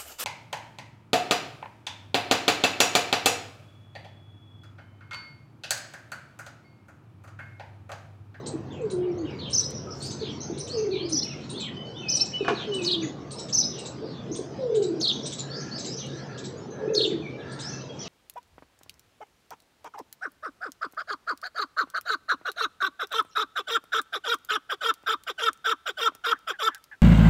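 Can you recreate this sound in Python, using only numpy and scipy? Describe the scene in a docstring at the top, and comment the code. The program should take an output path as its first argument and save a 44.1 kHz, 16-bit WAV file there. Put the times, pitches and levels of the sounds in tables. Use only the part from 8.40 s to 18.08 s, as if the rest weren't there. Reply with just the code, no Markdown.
"""Birds around a high balcony

Between apartment blocks sparrows chirp close by in trilled tones, small birds tick, whistle and pipe in
bent tones, and a dove gives low falling coos. Slurs, cheeps, a pulsed crow and toots come from afar.
Something knocks once on the balcony, as ringing modes and noise; coloured noise makes the town below
and a patchy high hiss. Walls and facades return the calls as sparse echoes."""
import sys
import numpy as np
from scipy import signal
from scipy.fft import rfft, irfft
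from scipy.io import wavfile
from scipy.ndimage import uniform_filter1d, map_coordinates

SR = 44100
rng = np.random.default_rng(int(sys.argv[2]) if len(sys.argv) > 2 else 0)


def generate_wav(sig):
    """Save sig (samples, or channels by samples) to the path in sys.argv[1] as 16-bit PCM at SR."""
    pcm = np.round(np.clip(np.atleast_2d(sig).T, -1, 1) * 32767).astype(np.int16)
    wavfile.write(sys.argv[1], SR, pcm)


N = 426888
TIME = np.arange(N) / SR


def from_db(db):
    """Decibels to gain."""
    return 10 ** (np.asarray(db) / 20)


def rms_one(x):
    """Scale to unit power."""
    return x / np.sqrt(np.mean(x ** 2) + 1e-20)


def add(out, start_s, sound):
    """Mix a sound in at a start time."""
    i = int(start_s * SR)
    out[i:i + len(sound)] += sound[:max(N - i, 0)]


def wander(size, rate_hz):
    """Smooth random curve through normal knots, rate_hz of them a second."""
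    knots = rng.standard_normal(4096)
    return map_coordinates(knots, [np.arange(size) * rate_hz / SR], order=3, mode="wrap")


def noise(spectrum):
    """Unit-power noise coloured by rows of (Hz, dB per Hz), interpolated over log frequency."""
    hz, db = np.transpose(spectrum)
    bins_hz = np.arange(N // 2 + 1) * SR / N + 1e-6
    gain = from_db(np.interp(np.log(bins_hz), np.log(hz), db))
    return rms_one(irfft(rfft(rng.standard_normal(N)) * gain, N))


def patchy(x, depth_db, width_hz, rate_hz):
    """Every narrow band swells and fades on its own; unit power."""
    hz, t, frames = signal.stft(x, SR, nperseg=512)
    grid = np.meshgrid(hz / width_hz, t * rate_hz, indexing="ij")
    field = map_coordinates(rng.standard_normal((256, 1024)), grid, order=3, mode="wrap")
    gain = from_db(depth_db * np.tanh(field / 2) * 2)
    return rms_one(signal.istft(frames * gain, SR, nperseg=512)[1][:N])


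def resonate(x, hz, width_hz):
    """Two-pole resonance with unit gain at its peak."""
    r = np.exp(-np.pi * width_hz / SR)
    zeros = np.array([1, 0, -1]) * (1 - r * r) / 2
    poles = [1, -2 * r * np.cos(2 * np.pi * hz / SR), r * r]
    return signal.lfilter(zeros, poles, x + 1e-18)


def dying(rows, t60_s):
    """Envelope that jumps at each (start s, dB) and decays exponentially."""
    kicks = np.zeros(N)
    for start_s, db in rows:
        add(kicks, start_s, from_db([db]))
    return signal.lfilter([1], [1, -from_db(-60 / (t60_s * SR))], kicks + 1e-18)


def syrinx(hz, db, overtone_db):
    """Nearly pure tone with a weak octave and soft ends, as from a bird's syrinx."""
    phase = 2 * np.pi * np.cumsum(hz) / SR
    ends = signal.windows.tukey(len(hz), min(1, .006 * SR / len(hz)))  # 3 ms each
    octave = from_db(overtone_db) * np.sin(2 * phase) * (hz < SR / 4)  # none above Nyquist
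    return np.sqrt(2) * ends * from_db(db) * (np.sin(phase) + octave)


def bend(size, start, end, turn, bow):
    """Pitch ratio from start to 1 at the share turn, then to end; bow above 1 lingers at the turn."""
    u = np.linspace(0, 1, size)
    distance = np.interp(u, [0, turn, 1], [1, 0, 1]) ** bow
    return 1 + (np.where(u < turn, start, end) - 1) * distance


def note(length_s, hz, db, start=1, end=1, turn=0.69, bow=1, edge_db=0,
         waver=0, waver_hz=180, overtone_db=-60):
    """Tone along a bend with random pitch waver; edge_db is its ends relative to its middle."""
    size = int(length_s * SR)
    pitch_hz = hz * bend(size, start, end, turn, bow) * (1 + waver * wander(size, waver_hz))
    return syrinx(pitch_hz, db + edge_db * np.linspace(-1, 1, size) ** 2, overtone_db)


def sing(rows, **manner):
    """Notes of one kind from rows of (start s, length s, Hz, dB)."""
    out = np.zeros(N)
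    for start_s, length_s, hz, db in rows:
        add(out, start_s, note(length_s, hz, db, **manner))
    return out


def trilled(length_s, hz, db, shape, trill_hz, jitter, overtone_db, depth_scale=1):
    """Tone following (share, pitch ratio, dB, trill depth); its uneven trill also breaks up the level."""
    size = int(length_s * SR)
    share, *columns = np.transpose(shape)
    u = np.linspace(0, 1, size)
    ratio, level_db, depth = (uniform_filter1d(np.interp(u, share, c), size=120) for c in columns)
    depth = depth * depth_scale
    trill = np.sin(2 * np.pi * np.cumsum(trill_hz * (1 + 0.187 * wander(size, 150))) / SR)
    pitch_hz = hz * ratio * (1 + depth * (trill + jitter * wander(size, 900)))
    breakup_db = 17.5 * depth * wander(size, 498.6)  # deeper trill, more broken voice
    return syrinx(pitch_hz, db + level_db + breakup_db, overtone_db)


def engines():
    """Deep drone of vehicles: low coloured noise that comes and goes."""
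    # Each row: frequency in Hz, relative level in dB per Hz.
    engine_colour = [(30, -54), (60, 7.5), (90, 17.5), (135, 18.5), (180, 3), (300, -44.5)]
    # Each row: time in seconds, relative level in dB.
    engine_level = [(0, -49), (1.3, -46.5), (3.8, -55), (4.9, -53), (8.2, -55), (9.68, -53)]
    return from_db(np.interp(TIME, *np.transpose(engine_level)) + 3.0) * noise(engine_colour)


def town(town_db, hum_db, hum_hz):
    """Patchy traffic rumble and a machine drone of resonant noise."""
    # Each row: frequency in Hz, relative level in dB per Hz.
    rumble_colour = [(25, -60.5), (45, -40.5), (80, -23.5), (130, -3.5), (200, 0), (300, -2.5), (440, -3.5),
                     (800, -15.5), (1600, -23.5), (2200, -31), (4000, -39), (6500, -57), (8500, -59),
                     (11000, -67.5), (15000, -62)]
    rumble = from_db(town_db) * patchy(noise(rumble_colour), depth_db=4.0, width_hz=131.6, rate_hz=12)
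    hum = resonate(resonate(rng.standard_normal(N), hum_hz, 19.6), hum_hz, 19.6)
    return rumble + from_db(hum_db) * rms_one(hum)


def patchy_hiss(level_db):
    """Patchy, flickering hiss in the birds' range: coloured noise that swells and fades."""
    # Each row: frequency in Hz, relative level in dB per Hz.
    hiss_colour = [(1800, -1.5), (2700, 1.5), (4200, 6.5), (6200, 1), (7300, -10.5), (8800, -22.5),
                   (10000, -51)]
    # Each row: time in seconds, relative level in dB.
    hiss_level = [(0, -57), (.25, -64.5), (.65, -70.5), (1.0, -56.5), (1.45, -60), (1.9, -51.5),
                  (2.6, -60.5), (3.05, -52), (3.4, -60.5), (4.2, -50.5), (4.8, -59.5), (5.3, -53.5),
                  (5.8, -58.5), (6.9, -53), (7.75, -50), (8.1, -57), (8.45, -61), (9.0, -59), (9.3, -46.5),
                  (9.52, -57), (9.68, -41.5)]
    hiss = patchy(noise(hiss_colour), depth_db=7.5, width_hz=310.0, rate_hz=22)
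    return from_db(level_db + np.interp(TIME, *np.transpose(hiss_level))) * hiss


def horns():
    """Thin, unsteady toots far down the street."""
    # Each row: start in seconds, length in seconds, pitch in Hz, relative level in dB.
    toots = [(1.47, 0.037, 1243, -51), (4.3, 0.67, 1145, -60.5), (5.05, .7, 1185, -67)]
    return sing(toots, waver=0.035, waver_hz=90)


def crow():
    """Far caws: hoarse pulses at an unsteady rate through two throat resonances."""
    # Each row: start in seconds, length in seconds, relative level in dB.
    caws = [(7.009, 0.42, -59), (7.674, 0.4, -60), (8.307, 0.35, -61), (8.972, 0.45, -57)]
    # Each row: frequency in Hz, width in Hz, relative level in dB.
    throat = [(1400, 380, 11), (1620, 310, 15)]
    out = np.zeros(N)
    for start_s, length_s, db in caws:
        size = int(length_s * SR)
        arch = np.sin(np.linspace(0, np.pi, size)).clip(0)
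        cycles = np.cumsum(400 * (1 + 0.14 * arch + 0.0854 * wander(size, 400))) / SR
        pulses = np.diff(np.floor(cycles), prepend=0)
        voice = sum(from_db(level_db) * resonate(resonate(pulses, hz, width_hz), hz, width_hz)
                    for hz, width_hz, level_db in throat)
        add(out, start_s, from_db(db) * rms_one(voice * np.sqrt(arch)))
    return out


def slurs(voice_db, rasp_db):
    """Buzzy falling slurs of birds farther off: a trilled voice with a raspy second one around it."""
    # Each row: start in seconds, length in seconds, reference pitch in Hz, relative level in dB.
    slur_rows = [(0.301, 0.11, 2950, -60.5), (0.603, 0.12, 2690, -65.5), (0.846, 0.12, 2610, -57.5),
                 (0.986, 0.12, 3600, -48), (1.793, 0.13, 3700, -48), (2.321, 0.093, 2730, -65),
                 (2.508, 0.12, 3640, -47), (3.174, 0.12, 3603, -44.5), (4.148, 0.11, 3590, -46),
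                 (4.616, 0.039, 2234, -50.5), (5.297, 0.13, 3270, -56.5), (5.642, 0.19, 4050, -58.5),
                 (7.578, 0.083, 3390, -52), (8.69, 0.061, 2186, -57.5), (8.992, 0.054, 3080, -60.5)]
    # Each row: share of length, pitch ratio, relative level in dB, trill depth as share of pitch.
    slur_shape = [(0, 1.06, -3, .01), (.08, 1.24, 0, .012), (.25, 1.1, 2, .03), (.45, 1.03, 0, .06),
                  (.68, .89, -1, .045), (.86, .86, 1, .02), (1, .8, -7, .02)]
    out = from_db(rasp_db) * sing(slur_rows, end=0.66, turn=0.28, edge_db=-11.0, waver=0.13, waver_hz=270)
    for start_s, length_s, hz, db in slur_rows:
        add(out, start_s, trilled(length_s, hz, db + voice_db, slur_shape, trill_hz=124.4,
                                  jitter=0.83, overtone_db=-47))
    return out


def cheepers():
    """Thin, faint cheeps from the trees: short tones with wavering pitch and soft edges."""
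    # Each row: start in seconds, length in seconds, pitch in Hz, relative level in dB.
    cheeps = [(.315, 0.038, 7100, -62), (.41, 0.022, 7350, -60), (.712, .02, 5900, -58),
              (.775, 0.027, 6500, -54.5), (.78, .04, 4470, -54), (.9, 0.021, 5870, -59),
              (3.45, 0.047, 4680, -54), (3.57, 0.057, 6230, -54.5), (4.27, .04, 6350, -60),
              (4.61, 0.052, 6480, -42.5), (4.96, 0.075, 5550, -43), (7.56, .05, 6260, -38),
              (7.72, 0.025, 4780, -55), (7.845, 0.038, 5670, -59), (8.165, 0.037, 6770, -56),
              (8.3, 0.039, 6270, -53), (9.22, 0.12, 5430, -50)]
    return sing(cheeps, start=.9, end=0.98, turn=.5, edge_db=-10.5, waver=.045, waver_hz=130)


def small_noises():
    """Tiny clicks and one soft brush close by, both enveloped coloured noise."""
    # Each row: start in seconds, relative level in dB.
    click_rows = [(.512, -63), (1.305, -43), (2.28, -62), (7.524, -58), (7.666, -53)]
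    peak_s, peak_db, swell_db_per_s, fade_db_per_s = 1.67, -42, 184, 346
    brush_db = peak_db - np.maximum(swell_db_per_s * (peak_s - TIME), fade_db_per_s * (TIME - peak_s))
    brush = from_db(brush_db) * noise([(500, -10), (3000, 7), (7000, 16), (10000, -7), (15000, -10)])
    clicks = dying(click_rows, t60_s=0.039) * noise([(500, -15.0), (3000, -6.0), (8000, 10), (15000, -13)])
    return clicks + brush


def knock(ring_db, crack_db, crack_t60_s):
    """A dull blow and its rattle: noise bursts and decaying modes of the struck body."""
    # Each row: start in seconds, relative strength in dB.
    blows = [(4.047, -4.5), (4.081, 9), (4.086, -6.5), (4.107, -28)]
    # Each row: frequency in Hz, relative level in dB, 60 dB decay time in seconds.
    modes = [(217, -20.5, 0.79), (444, -17, 0.15), (695, -8.5, 0.13), (950, -30.5, 0.41), (1120, -13, 0.18),
             (1270, -25, 0.056), (1730, -6.5, 0.025), (2420, -21, .08), (2760, -19, 0.072)]
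    # Each row: frequency in Hz, relative level in dB per Hz.
    crack_colour = [(71, -42), (120, -19), (418, -3), (633, -22), (706, -9.5), (1210, -13), (1460, -9.5),
                    (1840, -21.5), (2890, -23.5), (6530, -39.5), (9040, -49.5), (11800, -68), (19900, -120)]
    out, t = np.zeros(N), TIME[:SR // 2]
    for start_s, db in blows:
        for hz, level_db, t60_s in modes:
            decay_db = ring_db + db + level_db + rng.normal(0, 1.2) - 60 * t / t60_s
            add(out, start_s, from_db(decay_db) * np.sin(2 * np.pi * hz * t) * rng.choice([-1, 1]))
    return out + from_db(crack_db) * dying(blows, crack_t60_s) * noise(crack_colour)


def pipers():
    """Clean lower tones that hold, lift, sag or glide down; their level flickers."""
    # Each row of the four: start in seconds, length in seconds, pitch in Hz, relative level in dB.
    pipes = [(3.21, 0.066, 3070, -49.5), (3.362, 0.072, 3055, -47.5), (3.565, 0.063, 3050, -46),
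             (3.705, 0.053, 3040, -46.5), (3.79, 0.052, 2586, -48), (3.928, 0.071, 2988, -44),
             (4.315, 0.06, 2980, -41.5), (4.46, 0.08, 2944, -47.5), (9.33, 0.074, 2685, -57),
             (9.49, 0.036, 3300, -52)]  # level piping
    lifts = [(2.76, 0.07, 3620, -51.5), (3.132, 0.058, 3580, -47.5), (3.535, 0.052, 3560, -47),
             (8.47, 0.04, 2625, -54.5)]  # lift into their pitch
    sags = [(2.523, 0.038, 2390, -48.5), (3.62, 0.08, 2570, -47), (4.0, 0.11, 2496, -51),
            (4.385, 0.052, 2540, -47), (8.822, 0.048, 2367, -47)]  # fall, linger in the middle, then fall again
    glides = [(1.87, 0.071, 2580, -62), (2.36, .11, 2430, -62.5), (2.83, 0.047, 2520, -53.5),
              (2.865, 0.082, 2630, -54), (3.205, 0.09, 2250, -53.5), (9.6, 0.08, 2910, -56)]  # thin, falling
    notes = sing(pipes, start=0.99, end=0.97, bow=1.46, edge_db=-4, waver=0.005)
    notes += sing(lifts, start=.87, end=1.04, bow=1.2, edge_db=-10.5, waver=0.012)
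    notes += sing(sags, start=1.07, end=0.93, turn=0.45, bow=2.3, edge_db=4, waver=0.0043)
    notes += sing(glides, start=1.17, end=0.77, edge_db=5, waver=0.024)
    return notes * from_db(4 * (wander(N, 70) - 1))


def whistlers():
    """Thin high bent tones: rises that end in a quick flick down from above, and arched peeps."""
    # Each row of both: start in seconds, length in seconds, pitch in Hz, relative level in dB.
    rises = [(1.604, 0.071, 4800, -48.5), (2.297, 0.053, 4740, -46), (2.582, 0.086, 4590, -52),
             (7.099, 0.078, 4880, -48), (7.311, 0.061, 4870, -46.5), (7.476, 0.067, 5380, -48.5),
             (9.218, 0.086, 5600, -48.5)]
    peeps = [(1.35, 0.028, 5900, -50), (1.505, 0.027, 5680, -51), (2.003, 0.033, 6230, -48),
             (2.2, 0.014, 5730, -42.5), (5.915, 0.032, 6400, -51.5), (6.72, 0.02, 6190, -51),
             (6.83, 0.042, 6060, -50), (9.59, 0.043, 5970, -50.5)]
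    gap_s, flick_s, flick_hz, flick_db = 0.017, 0.035, 6020, 0.5
    flicks = [(start_s + length_s + gap_s, flick_s, flick_hz, db + flick_db)
              for start_s, length_s, hz, db in rises]
    out = sing(rises, start=.88, end=1.13, edge_db=0.5, waver=0.0042)
    out += sing(flicks, start=1.14, end=0.23, edge_db=-27, waver=0.034)
    return out + sing(peeps, start=0.85, end=0.55, bow=3.8, edge_db=7, waver=0.035)


def tick(top_hz, db, stretch):
    """Pitch whip up by about an octave, a moment on top, a fall and a short rest below."""
    low_hz, rise_s, hold_s, fall_s, rest_s = 3888, .007, 0.0053, 0.0087, 0.004  # times before stretch
    corners_s = stretch * np.cumsum([0, rise_s, hold_s, fall_s, rest_s])
    t = np.arange(0, corners_s[-1], 1 / SR)
    height = uniform_filter1d(np.interp(t, corners_s, [0, 1, 1, 0, 0]), size=100)
    hz = (low_hz + (top_hz - low_hz) * height) * (1 + 0.02 * wander(len(height), 386))
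    sweep_db = -4.5 * np.sin(np.pi * height)  # softer while the pitch moves
    return syrinx(hz, db + sweep_db + 3.8 * wander(len(height), 484), overtone_db=-49)


def ticker(snap_db):
    """Sharp ticks of varied length: a noise snap and a rough low voice open each, then the whip follows."""
    # Each row: start in seconds, top pitch in Hz, relative level in dB.
    tick_rows = [(0.06, 8320, -30.5), (0.5, 8800, -33.5), (1.096, 8920, -34), (1.195, 8100, -33),
                 (1.615, 8880, -34), (1.705, 7730, -32.5), (2.175, 8950, -32), (2.27, 7900, -34.5),
                 (2.686, 9260, -33.5), (3.093, 8970, -31), (3.196, 7860, -31.5), (3.752, 8600, -30.5),
                 (3.846, 7740, -32), (4.335, 8280, -32), (4.415, 7700, -30), (4.907, 8570, -32),
                 (4.985, 7930, -32), (5.084, 7640, -32), (5.382, 8300, -31.5), (5.451, 7760, -30),
                 (5.95, 8820, -32), (6.346, 8070, -32), (6.42, 7700, -30.5), (6.854, 8160, -26),
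                 (6.919, 7700, -27), (6.984, 7420, -26.5), (7.38, 7740, -30), (7.446, 7670, -27.5),
                 (7.976, 7760, -33.5), (8.039, 7600, -31.5), (8.573, 8470, -41), (8.654, 7800, -33.5),
                 (9.111, 8500, -38.5), (9.19, 7650, -30.5)]
    # Each row: frequency in Hz, relative level in dB per Hz.
    snap_colour = [(1000, -30), (2500, -2), (4200, 2.5), (8000, -2.5), (10000, -24), (15000, -40)]
    whip_delay_s, undertone_s, undertone_hz, undertone_db = 0.0026, .013, 3680, -2
    out = np.zeros(N)
    for start_s, top_hz, db in tick_rows:
        add(out, start_s + whip_delay_s, tick(top_hz, db, stretch=rng.uniform(.85, 1.15)))
        low_hz = undertone_hz * rng.uniform(.94, 1.2)
        add(out, start_s, note(undertone_s, low_hz, db + undertone_db, edge_db=6, waver=0.071, waver_hz=760))
    snaps = dying([(start_s, db) for start_s, _, db in tick_rows], t60_s=0.068) * noise(snap_colour)
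    return out + from_db(snap_db) * signal.sosfilt(signal.butter(4, 7000, fs=SR, output="sos"), snaps)


def dove():
    """Falling coos: smooth ones quaver in pitch and level, rough ones flutter; clucks lead most in."""
    # Each row: start in seconds, length in seconds, start, middle and end pitch in Hz, bow (1 falls
    # straight, more lingers in the middle), relative level in dB, roughness (about 0-1), attack in
    # seconds, swell of the middle over the ends in dB.
    coo_rows = [(0.39, 0.48, 562.4, 359.8, 286.4, 3.2, -21, 0.18, 0.086, 4.5),
                (2.329, 0.47, 503.7, 371.5, 256.5, 1.82, -23, 0.4, 0.017, 4.5),
                (4.269, 0.45, 442.7, 352.2, 250, 2.08, -25.5, 0.2, 0.034, 2.5),
                (6.185, .43, 550.6, 409.8, 295.3, 1.05, -19.5, 0.55, 0.015, 6.5),
                (8.405, 0.41, 455.4, 404.6, 301, 1.19, -24.5, 1.03, 0.078, 3)]
    # Brief level dips. 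Each row: time in seconds, half width in seconds, depth in dB.
    level_dips = [(.497, 0.021, -21), (2.591, 0.016, -19), (2.69, 0.02, -9)]
    # Each row: start in seconds, length in seconds, pitch in Hz, relative level in dB.
    clucks = [(0.138, 0.022, 334, -27.5), (1.811, 0.029, 445, -34.5), (2.098, 0.033, 345, -30),
              (4.006, 0.026, 406, -26), (4.102, 0.039, 419, -29.5), (5.619, 0.031, 446, -37.5),
              (5.909, 0.017, 327, -27.5), (5.99, 0.026, 376, -29.5)]
    release_s, edge_db, flutter_hz = 0.061, -7.5, 41.65
    quaver_period_s, quaver_peak_s, quaver_depth, quaver_db = 0.1404, 0.2476, 0.019, -1.5
    split_roughness, split_ratio, split_db = 0.54, 1.21, 5
    out = np.zeros(N)
    for (start_s, length_s, start_hz, middle_hz, end_hz, bow, db,
         roughness, attack_s, swell_db) in coo_rows:
        t = np.arange(0, length_s, 1 / SR)
        size = len(t)
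        edges_db = edge_db * np.maximum(1 - t / attack_s, 1 - (length_s - t) / release_s).clip(0)
        rough = roughness * (1 - 0.76 * np.linspace(-1, 1, size) ** 2)  # most in the middle
        quaver = (1 - roughness) * np.cos(2 * np.pi * (t - quaver_peak_s) / quaver_period_s)
        flutter = np.sin(2 * np.pi * np.cumsum(flutter_hz * (1 + 0.259 * wander(size, 34.6))) / SR)
        hz = middle_hz * bend(size, start_hz / middle_hz, end_hz / middle_hz, turn=.48, bow=bow)
        hz = hz * (1 + quaver_depth * quaver + 0.11 * rough * wander(size, 128.8))
        arch_db = -swell_db * np.abs(2 * t / length_s - 1)
        tone = syrinx(hz, db + arch_db + edges_db + quaver_db * quaver, overtone_db=-28.5)
        # rougher coos split off a higher voice, strongest at the start
        split = from_db(split_db) * max(roughness - split_roughness, 0) * (1 - t / length_s)
        tone = tone + split * syrinx(split_ratio * hz, db + edges_db, overtone_db=-40)
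        add(out, start_s, tone * (1 + rough * flutter) / np.sqrt(1 + rough ** 2 / 2))
    out = out * from_db(sum(db * np.exp(-((TIME - dip_s) / width_s) ** 2)
                            for dip_s, width_s, db in level_dips))
    return out + from_db(0.5) * sing(clucks, end=0.76, edge_db=12.0, waver=0.021, overtone_db=-22.0)


def sparrows(second_voice_db, air_db):
    """Chirrups are two warbled arches and a closing note, chews rasp downward; air noise follows both."""
    # Each row: start in seconds, length in seconds, reference pitch in Hz, relative level in dB, closing
    # note's delay in seconds, its pitch in Hz, its level relative to the call in dB, warble depth factor.
    chirrups = [(1.127, 0.085, 5960, -19, 0.1, 5180, -10.5, 1.5),
                (2.717, 0.084, 5830, -22, 0.1, 5530, -2, 1.5),
                (3.683, .098, 5834, -20.5, .111, 5427, 0.5, 1.37),
                (5.125, 0.094, 5980, -17.5, 0.1, 5180, -6.5, 1.9)]
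    # Each row: start in seconds, length in seconds, reference pitch in Hz, relative level in dB.
    chews = [(4.433, .125, 4000, -23), (6.599, 0.12, 3983, -21.5), (8.534, .132, 3913, -22.5)]
    # Each row of the four: share of length, pitch ratio, relative level in dB, trill depth as share of pitch.
    chirrup_shape = [(0, .8, -18, .02), (.08, .97, -8, .02), (.16, 1.05, -2, .008), (.33, 1.0, 0, .005),
                     (.43, .88, -5, .012), (.5, .83, -8, .012), (.56, .98, -3, .015), (.64, 1.02, 1, .008),
                     (.77, .99, 3, .005), (.89, .92, -4, .02), (1, .84, -8, .02)]
    closing_shape = [(0, .74, -8, .015), (.3, .76, -6, .03), (.41, .99, -2, .01), (.85, 1, 1, .003),
                     (1, 1, -3, .004)]
    chew_shape = [(0, 1.62, -17, .05), (.15, 1.53, -10, .08), (.22, 1.22, -8, .08), (.26, 1.13, 1, .012),
                  (.33, 1.11, 3, .012), (.38, .95, -4, .04), (.44, 1.02, 0, .1), (.53, .92, -9, .1),
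                  (.57, .86, -3, .09), (.61, .96, 0, .12), (.69, 1.13, -3, .11), (.75, .96, -1, .08),
                  (.8, .91, 4, .04), (.9, .86, -1, .09), (1, .82, -6, .1)]
    undertone_shape = [(0, 0.86, -25, .05), (.5, 1.02, -6.5, 0.049), (1, 1.5, -14, .04)]
    # Each row: frequency in Hz, relative level in dB per Hz.
    air_colour = [(1500, -24.5), (4000, 4.5), (6000, 11), (7500, 3), (10000, -11), (12500, -19),
                  (14000, -34), (15000, -16)]
    warble_hz, rasp_hz, closing_s, opening_s = 430, 176.2, 0.037, 0.017
    undertone_onset, undertone_share = 0.079, 0.084  # shares of the chew
    out = np.zeros(N)
    for start_s, length_s, hz, db, delay_s, closing_hz, closing_db, warble in chirrups:
        add(out, start_s, trilled(length_s, hz, db, chirrup_shape, warble_hz, jitter=1.13,
                                  overtone_db=-39.5, depth_scale=warble))
        # the second side of the syrinx rasps faintly below, strongest as the call opens
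        side_db = db + second_voice_db
        add(out, start_s, note(length_s, .8 * hz, side_db - 12.5, waver=0.08, waver_hz=700))
        add(out, start_s, note(opening_s, 0.89 * hz, side_db, waver=0.035, waver_hz=540))
        add(out, start_s + delay_s, trilled(closing_s, closing_hz, db + closing_db, closing_shape, warble_hz,
                                            jitter=0.44, overtone_db=-39.5, depth_scale=warble))
    for start_s, length_s, hz, db in chews:
        add(out, start_s, trilled(length_s, hz, db, chew_shape, rasp_hz, jitter=.35, overtone_db=-32))
        # a lower second voice near the opening
        undertone = trilled(undertone_share * length_s, hz, db + 4.5, undertone_shape, rasp_hz,
                            jitter=1.0, overtone_db=-25)
        add(out, start_s + undertone_onset * length_s, undertone)
    spurts = uniform_filter1d(np.abs(out), size=60) * from_db(4.5 * wander(N, 180))
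    return out + from_db(air_db) * spurts * patchy(noise(air_colour), depth_db=5, width_hz=1000, rate_hz=70)


def recess(x):
    """Ringing of the balcony at a few low resonances."""
    # Each row: frequency in Hz, width in Hz, relative level in dB.
    recess_modes = [(434.3, 26.7, -1), (372, 12, -27), (307, 20, -9.5)]
    return sum(from_db(db) * resonate(x, hz, width_hz) for hz, width_hz, db in recess_modes)


def balcony(x, hardness):
    """Direct sound plus first reflections from ceiling, floor and walls as delayed copies."""
    # Each row: delay in seconds, gain before hardness.
    walls = [(.0047, 0.3), (0.0099, 0.43), (0.016, .33), (.026, 0.41)]
    return x + hardness * sum(gain * np.interp(TIME - delay_s, TIME, x, left=0) for delay_s, gain in walls)


def tail(x, t60_s, wet_db, per_s):
    """Sparse random echoes from railings and facades that build up quickly and die away."""
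    t = TIME[:SR]
    arrivals = (rng.random(SR) < per_s / SR) * rng.standard_normal(SR)
    echoes = arrivals * from_db(-60 * t / t60_s) * (1 - np.exp(-t / 0.0013))
    return from_db(wet_db) * signal.fftconvolve(x, echoes / np.linalg.norm(echoes))[:N]


def scene():
    """Each group of sources with its own direct sound, reflections and echoes, over the background."""
    background = engines() + town(town_db=-39.5, hum_db=-45.0, hum_hz=136.4) + patchy_hiss(level_db=0.5)

    far = slurs(voice_db=-0.5, rasp_db=-5.5) + crow() + horns() + from_db(-5) * cheepers()
    distant = from_db(4) * far + tail(far, t60_s=0.24, wet_db=4.5, per_s=580)
    ticks = from_db(-13.0) * ticker(snap_db=-0.5)
    distant += from_db(-1.0) * balcony(ticks, hardness=0.79)
    distant += tail(ticks, t60_s=0.14, wet_db=-3.5, per_s=900) + tail(ticks, t60_s=0.25, wet_db=0, per_s=3000)

    blow = knock(ring_db=-23.0, crack_db=-29.5, crack_t60_s=0.19)
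    blow = signal.sosfilt(signal.butter(6, 8000, fs=SR, output="sos"), blow)
    coos = dove()
    low = blow + from_db(-7.5) * coos + recess(coos)
    close = balcony(low, hardness=0.079) + tail(low, t60_s=0.72, wet_db=-8.0, per_s=870) + small_noises()

    piping = from_db(6.0) * pipers()
    near = piping + tail(piping, t60_s=0.51, wet_db=2.0, per_s=900)
    whistles = from_db(3.5) * whistlers()
    near += from_db(1.5) * balcony(whistles, hardness=0.7)
    near += tail(whistles, t60_s=0.45, wet_db=4.0, per_s=1500)
    chirps = from_db(-6.0) * sparrows(second_voice_db=-8.5, air_db=-30)
    near += balcony(chirps, hardness=0.085)
    near += tail(chirps, t60_s=0.083, wet_db=3, per_s=900) + tail(chirps, t60_s=0.51, wet_db=-7, per_s=1200)
    return (background + distant + close + near)[None]


def record(dry):
    """High-pass at 42 Hz and steep low-pass at 15.5 kHz."""
    thinned = signal.sosfilt(signal.butter(2, 42, "high", fs=SR, output="sos"), dry)
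    return signal.sosfilt(signal.ellip(10, .1, 90, 15500, fs=SR, output="sos"), thinned)


dry = scene()
out = record(dry)
generate_wav(out)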